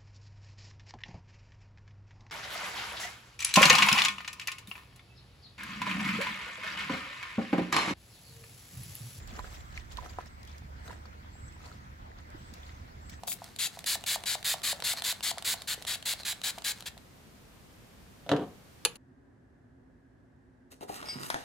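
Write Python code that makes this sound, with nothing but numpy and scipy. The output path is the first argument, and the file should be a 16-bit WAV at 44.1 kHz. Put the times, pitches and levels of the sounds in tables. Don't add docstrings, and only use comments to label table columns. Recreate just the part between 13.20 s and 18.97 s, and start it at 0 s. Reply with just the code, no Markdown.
import sys
import numpy as np
from scipy import signal
from scipy.fft import rfft, irfft, next_fast_len
from scipy.io import wavfile
from scipy.ndimage import uniform_filter1d

SR = 44100
rng = np.random.default_rng(int(sys.argv[2]) if len(sys.argv) > 2 else 0)


def int16_out(signal):
    q = np.round(np.clip(np.atleast_2d(signal).T, -1, 1) * 32767)
    wavfile.write(sys.argv[1], SR, q.astype(np.int16))


N = 254456

# frequency in Hz, relative spectral density in dB.
MIST_SPECTRUM = [(100, -29), (400, -18.5), (900, -10.5), (1300, -10.5), (1620, -3), (2300, -4),
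                 (2900, -5.5), (3600, -1.5), (4600, -1.5), (5700, -9.5), (7300, -1.5), (9300, -8.5),
                 (11000, -4), (13000, -11.5), (15700, -12.5)]
# frequency in Hz, left-right coherence of the hiss.
MIST_COHERENCE = [(150, 0.14), (1000, 1), (3000, 0.86), (7000, 0.9), (15000, 0.99)]
# hiss start and length in seconds, level in dB,
# left over right in dB, slack from tick to hiss in seconds, tick level in dB, bottom plop level in dB.
STROKES = [(.069, 0.072, -32.5, 5.5, 0.034, -28.5, -67), (.386, 0.087, -30, 3.5, 0.024, -27.5, -43),
           (0.659, 0.096, -29, 1.2, 0.017, -23.5, -28.5), (.861, .098, -29.5, 1, 0.022, -21.5, -23.5),
           (1.056, 0.097, -30.5, 3, .0191, -20.5, -25.5), (1.243, 0.098, -29, 0, 0.015, -25, -23.5),
           (1.431, 0.098, -29.5, 1.9, 0.013, -28.5, -26.5), (1.637, 0.1, -29.5, 2, 0.014, -18, -30),
           (1.837, 0.089, -30, 1, 0.016, -16.5, -33.5), (2.026, .088, -30.5, 2.5, 0.019, -27, -27),
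           (2.245, .096, -29.5, -0.5, 0.021, -23, -29.5), (2.472, .073, -32, 1.5, 0.03, -41, -41),
           (2.666, 0.091, -32.5, 2.5, 0.016, -25, -39), (2.853, 0.084, -31, 1.3, .027, -24.5, -36),
           (3.049, 0.08, -32.5, -1.5, .016, -25, -41), (3.233, 0.074, -31.5, 2.2, 0.017, -25.5, -53),
           (3.441, 0.079, -31, 2, .0202, -28.5, -57), (3.656, 0.03, -37, 2, 0.032, -29.5, -63)]
FIRM_DB = -28
TILT_DB, TILT_PER_DB = 1.21, 0.2
JET_HZ, JET_HZ_PER_DB = 4100, 85
PRIMING_TILT_DB, PRIMING_S = 10, .18

def sprays(attack_s=0.0029, release_s=0.0025, arch_db=3.5, sputter_db=0.87, face_echo=0.23,
           jet_gain=0.89, jet_width_hz=800, jet_scatter_hz=110, lag_s_per_db=8e-6, size=8192):
    out, t = np.zeros((2, N)), np.arange(size) / SR
    sides = np.array([[.5], [-.5]])
    for start, length, db, pan_db, *_ in STROKES:
        effort_db = db - FIRM_DB
        air = np.exp((STROKES[0][0] - start) / PRIMING_S)
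        tilt_db = TILT_DB + TILT_PER_DB * effort_db + PRIMING_TILT_DB * air
        jet_hz = JET_HZ + JET_HZ_PER_DB * effort_db + jet_scatter_hz * rng.standard_normal()
        tone = lambda hz: slope(hz, tilt_db) * (1 + jet_gain * resonance(hz, jet_hz, jet_width_hz))
        echo_s = rng.uniform(0.000664, .002)
        comb = lambda hz: 1 + face_echo * np.exp(-2j * np.pi * hz * echo_s)
        lead = lambda hz: np.exp(2j * np.pi * hz * lag_s_per_db * pan_db * sides)
        hiss = noise(MIST_SPECTRUM, MIST_COHERENCE, size, lambda hz: tone(hz) * comb(hz) * lead(hz))
        pressure = np.sin(np.pi * np.clip(t / length, 0, 1))
        valve = (1 - np.exp(-t / attack_s)) * np.exp(-np.maximum(t - length, 0) / release_s)
        sputter = unit_rms(uniform_filter1d(rng.standard_normal(size), size=70))
        level_db = db + arch_db * (pressure - 0.7942) + sputter_db * sputter + pan_db * sides
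        add(out, start, amp(level_db) * valve * hiss)
    return out


# frequency in Hz, relative spectral density in dB.
TICK_SPECTRUM = [(100, -54), (400, -2), (1500, 4), (2600, 2.5), (3400, 7), (4400, 4.5), (5700, -4.5),
                 (7500, -2), (11000, -6.5), (16000, -21.5)]
# start in seconds, plop level in dB, flight to the top stop in seconds,
# tick level in dB.
RETURNS = [(.219, -31, 0.023, -27.5), (.572, -33, 0.018, -23), (1.596, -35, .0061, -23.5),
           (1.8, -55, 0.0051, -31), (2.175, -29.5, .0075, -19.5), (2.413, -41.5, .0066, -24.5),
           (2.617, -38.5, .0064, -25), (3.003, -43, 0.0079, -32), (3.379, -30.5, 0.0048, -23.5),
           (3.6, -53, .0064, -28), (3.77, -41.5, 0.0076, -33.5)]
# start in seconds, snap level in dB, bubble level in dB.
SPITS = [(.034, -44, -31), (.0765, -21, -35), (0.0821, -21, -35), (0.1185, -18.5, -74), (.127, -22.5, -55)]
TAKE_UP_DB = -17
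REBOUND_SHARE, REBOUND_DB = 0.89, -12.5
SLOSH_S, SLOSH_DB, SLOSH_HZ = 2.578, -37.5, 416

def plunger(tick_t60=0.011, press_tilt_db=0.3, return_tilt_db=2, spit_tilt_db=4, vary_tilt_db=1.46):
    def tick(db, tilt_db):
        tilt_db += vary_tilt_db * rng.standard_normal()
        return amp(db) * snap(TICK_SPECTRUM, tick_t60, tilt_db=tilt_db)

    out = np.zeros((2, N))
    for start, length, _, _, slack, tick_db, bottom_db in STROKES:
        add(out, start - slack, tick(tick_db, press_tilt_db))
        add(out, start - slack, plop(tick_db + TAKE_UP_DB))
        add(out, start + length, plop(bottom_db))
    for start, plop_db, flight, tick_db in RETURNS:
        add(out, start, plop(plop_db))
        add(out, start + flight, tick(tick_db, return_tilt_db))
        add(out, start + flight * (1 + REBOUND_SHARE), tick(tick_db + REBOUND_DB, return_tilt_db))
    for start, snap_db, bubble_db in SPITS:
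        add(out, start, tick(snap_db, spit_tilt_db))
        add(out, start, plop(bubble_db))
    add(out, SLOSH_S, plop(SLOSH_DB, SLOSH_HZ))
    return out


def plop(db, hz=651.5, glide=0.84, glide_s=0.0014, swell_s=0.0012, ring_db=-14, ring_t60=0.086,
         trim_db=-3.0, hard_db=-24, detune=0.045):
    t = seconds(.1)
    pulse = (t / swell_s) ** 2 * np.exp(2 - 2 * t / swell_s)
    tail = amp(ring_db) * decay(t, ring_t60) * (1 - np.exp(-t / swell_s))
    squeeze = glide * np.sqrt(amp(db - hard_db)) * np.exp(-t / glide_s)
    pitch = hz * (1 + detune * rng.standard_normal() + squeeze)
    return amp(db + trim_db) * (pulse + tail) * np.sin(2 * np.pi * np.cumsum(pitch) / SR)


# centre in seconds, Gaussian width in seconds, level in dB.
GULPS = [(1.783, 0.011, -38), (2.18, 0.014, -54), (2.39, 0.018, -56), (3.001, .013, -44)]
REFILL_DB, REFILL_PER_DB = -53, 0.7
REFILL_AT, REFILL_WIDTH = 0.47, 0.26

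def refills(bubbling_db=3.5, whistle_hz=4300, whistle_width_hz=800, whistle_db=-7, gulp_whistle_db=-1):
    t = np.arange(N) / SR
    swell = lambda centre, width, db: amp(db) * np.exp(-((t - centre) / width) ** 2 / 2)
    suction = 0
    for (start, length, db, *_), (next_start, *_) in zip(STROKES, STROKES[1:]):
        pause = next_start - start - length
        suction_db = REFILL_DB + REFILL_PER_DB * (db - FIRM_DB)
        suction += swell(start + length + REFILL_AT * pause, REFILL_WIDTH * pause, suction_db)
    gulps = sum(swell(*gulp) for gulp in GULPS)
    fizz_gain = np.maximum(suction, gulps)
    whistle_gain = amp(whistle_db) * suction + amp(gulp_whistle_db) * gulps
    flutter = unit_rms(uniform_filter1d(rng.standard_normal(N), size=110))
    bubbling = unit_rms(amp(bubbling_db * flutter))
    # frequency in Hz, relative spectral density in dB.
    valve = [(100, -34), (300, -10), (700, -5.0), (1100, -3), (1800, -1.5), (2800, -5.0),
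             (4100, -2.5), (5600, -6), (7500, -6.5), (11000, -11.5), (16000, -19)]
    whistle = noise(valve, MIST_COHERENCE, N, lambda hz: resonance(hz, whistle_hz, whistle_width_hz) ** 2)
    fizz = noise(valve, MIST_COHERENCE, N)
    return bubbling * (fizz_gain * fizz + whistle_gain * whistle)


# start in seconds, then desk thump, hollow ring and clack in dB.
KNOCKS = [(5.0636, -42, -38.5, -43), (5.0919, -30, -26, -16.5), (5.1158, -9.5, -23, -15),
          (5.164, -31, -45, -24)]
# frequency in Hz, level in dB, t60 in seconds.
DESK_MODES = [(122, -21.5, 0.089), (182, -12, 0.077), (222, -14, 0.073), (293, -4.5, 0.042),
              (434, -6, 0.037), (493, -24, 0.027), (705, -14, 0.029), (860, -17.5, 0.015),
              (1124, -30, 0.095), (1560, -21, 0.022), (2960, -19, 0.0098)]
BOTTLE_MODES = [(538, 2.5, 0.041), (682, -2.5, 0.076), (807, -19, .045)]
# frequency in Hz, relative spectral density in dB.
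CLACK_SPECTRUM = [(100, -35), (400, -2), (900, 3), (1800, 0), (2400, -7), (3200, 7), (4200, -2.5),
                  (5200, -12), (7000, -13.5), (10000, -23), (16000, -33)]
BOUNCE_S, RESTITUTION = .0074, 0.95
THUMP_LOSS_DB, HOLLOW_LOSS_DB, CLACK_LOSS_DB = 1.5, 8, 12
ROCK_START_S, ROCK_LENGTH_S = 5.14, 0.11
ROCK_PER_S, ROCK_SPEEDUP_PER_S2 = 180, 1500
ROCK_DB, ROCK_HOLD_S, ROCK_FADE_DB_PER_S = -29.5, .078, 203

def set_down(clack_t60=0.02, scatter_s=.0009, rattle_db=-17, radiate_hz=115, size=4096, contacts=4):
    out, t = np.zeros((2, N)), np.arange(size) / SR
    for start, thump_db, hollow_db, clack_db in KNOCKS:
        for k in range(contacts):
            thump = amp(thump_db - k * THUMP_LOSS_DB) * ring(DESK_MODES, t)
            hollow = amp(hollow_db - k * HOLLOW_LOSS_DB) * ring(BOTTLE_MODES, t, detune=0.052)
            clack = amp(clack_db - k * CLACK_LOSS_DB) * snap(CLACK_SPECTRUM, clack_t60, size)
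            add(out, start, thump + hollow + clack)
            start += BOUNCE_S * RESTITUTION ** k
    clock = seconds(ROCK_LENGTH_S)
    touch_count = np.floor(ROCK_PER_S * clock + ROCK_SPEEDUP_PER_S2 * clock ** 2 / 2)
    for age in clock[1:][np.diff(touch_count) > 0]:
        late, strength = rng.standard_normal(2)
        db = ROCK_DB - ROCK_FADE_DB_PER_S * max(age - ROCK_HOLD_S, 0) + 2 * strength
        touch = ring(DESK_MODES, t) + amp(rattle_db) * snap(CLACK_SPECTRUM, clack_t60, size)
        add(out, ROCK_START_S + age + scatter_s * late, amp(db) * touch)
    return signal.sosfilt(signal.butter(2, radiate_hz, "highpass", fs=SR, output="sos"), out)


# start in seconds, level in dB, t60 in seconds, relative cavity level in dB.
SMACK_TRANSIENTS = [(5.6502, -3.5, 0.013, -31), (5.6533, -14, 0.019, -34), (5.656, -12.5, 0.021, -5.5),
                    (5.6585, -19.5, 0.018, -5.5), (5.669, -37, 0.046, 12), (5.756, -36, 0.035, -17)]
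# frequency in Hz, relative spectral density in dB.
SMACK_SPECTRUM = [(300, -25), (1400, -3), (2050, -10), (2800, 3.5), (3600, -4), (4400, 4.5), (5600, -13),
                  (7000, 1.5), (8500, -17), (10000, 4), (11800, -18), (13500, -10), (15700, -27)]
# frequency in Hz, level in dB, t60 in seconds.
MOUTH_MODES = [(476, -7, 0.023), (900, -8.5, 0.019), (1400, -6, 0.013), (2494, -9, 0.039),
               (4500, -28, 0.045)]

def lip_smack(size=4096):
    out, t = np.zeros((2, N)), np.arange(size) / SR
    for start, db, t60, cavity_db in SMACK_TRANSIENTS:
        burst = snap(SMACK_SPECTRUM, t60, size)
        cavity = amp(cavity_db) * ring(MOUTH_MODES, t, spread_db=1.8, detune=.04)
        add(out, start, amp(db) * (burst + cavity))
    return out


# frequency in Hz, reverberation time t60 in seconds.
ROOM_T60 = [(150, 0.31), (1000, 0.36), (4000, 0.18), (14000, 0.12)]

def in_room(dry, wet_db, gap_s=.004):
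    white = noise([(100, 0), (16000, 0)], coherence=[(200, 1.0), (1000, 0.71), (4000, 0.17)], size=16384)
    hz, t, bands = signal.stft(white, SR, nperseg=256)
    _, tail = signal.istft(bands * decay(t, along(ROOM_T60, hz)[:, None]), SR, nperseg=256)
    tail = np.pad(tail / np.linalg.norm(tail[0]), ((0, 0), (round(gap_s * SR), 0)))
    return dry + amp(wet_db) * signal.fftconvolve(dry, tail, axes=1)[:, :N]


# frequency in Hz, relative spectral density in dB.
AMBIENT_SPECTRUM = [(15, -27), (30, -11), (60, -4.5), (100, -5), (200, -6.5), (300, -12.5), (500, -15.5),
                    (1000, -20), (2000, -23), (4000, -27), (8000, -31.7), (15000, -35), (16000, -52)]
# frequency in Hz, left-right coherence of the background.
AMBIENT_COHERENCE = [(60, 1), (240, 0.43), (950, 0.033), (3800, 0.06), (15000, .25)]

def ambience(db=-54.5):
    return amp(db) * noise(AMBIENT_SPECTRUM, AMBIENT_COHERENCE, N)


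# frequency in Hz, left-right coherence of clicks and clacks.
SNAP_COHERENCE = [(300, 1), (3000, 0.52), (12000, 0.19)]

def snap(spectrum, t60, size=4096, attack_s=0.00025, tilt_db=0):
    t = np.arange(size) / SR
    burst = noise(spectrum, SNAP_COHERENCE, size, lambda hz: slope(hz, tilt_db))
    return .5 * burst * decay(t, t60) * (1 - np.exp(-t / attack_s))


def ring(modes, t, contact_s=0.00086, spread_db=4.0, detune=0.018):
    hz, db, t60 = np.transpose(modes)[:, :, None]
    strength = amp(db + spread_db * rng.standard_normal(db.shape))
    hz = hz * (1 + detune * rng.standard_normal(hz.shape))
    partials = strength * np.cos(2 * np.pi * hz * t) * decay(t, t60)
    return (1 - np.exp(-t / contact_s)) * partials.sum(axis=0)


def noise(spectrum, coherence, size, colour=lambda hz: 1):
    padded = next_fast_len(size, real=True)
    hz = np.fft.rfftfreq(padded, 1 / SR)
    angle = np.arccos(np.clip(along(coherence, hz), -1, 1)) / 2
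    mid, side = rfft(rng.standard_normal((2, padded))) * np.array([np.cos(angle), np.sin(angle)])
    gain = amp(along(spectrum, hz)) * colour(hz)
    return unit_rms(irfft(np.array([mid + side, mid - side]) * gain, padded)[:, :size])


def resonance(hz, centre_hz, width_hz):
    return 1 / np.sqrt(1 + (2 * (hz - centre_hz) / width_hz) ** 2)


def slope(hz, tilt_db):
    return amp(tilt_db * np.log2((hz + 500) / 5000))


def decay(t, t60):
    return np.exp(-np.log(1000) * t / t60)


def amp(db):
    return 10 ** (np.asarray(db) / 20)


def unit_rms(x):
    return x / np.sqrt(np.mean(x ** 2) + 1e-20)


def along(points, hz):
    knots_hz, values = np.transpose(points)
    return np.interp(np.log(hz + 1), np.log(knots_hz + 1), values)


def seconds(length):
    return np.arange(int(length * SR)) / SR


def add(track, start_s, sound):
    i = round(start_s * SR)
    track[..., i:i + sound.shape[-1]] += sound[..., :max(N - i, 0)]


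def scene():
    background = ambience()
    pump = in_room(sprays() + plunger() + refills(), wet_db=-11.0)
    lips = in_room(lip_smack(), wet_db=-15.0)
    desk = in_room(set_down(), wet_db=-8.5)
    return background + pump + lips + desk


def record(dry, low_hz=25, top_hz=16000):
    size = next_fast_len(N + SR // 2)
    hz = np.fft.rfftfreq(size, 1 / SR)
    highpass = 1j * hz / (low_hz + 1j * hz)
    return irfft(rfft(dry, size) * highpass * (hz < top_hz), size)[:, :N]


dry = scene()
out = record(dry)
int16_out(out)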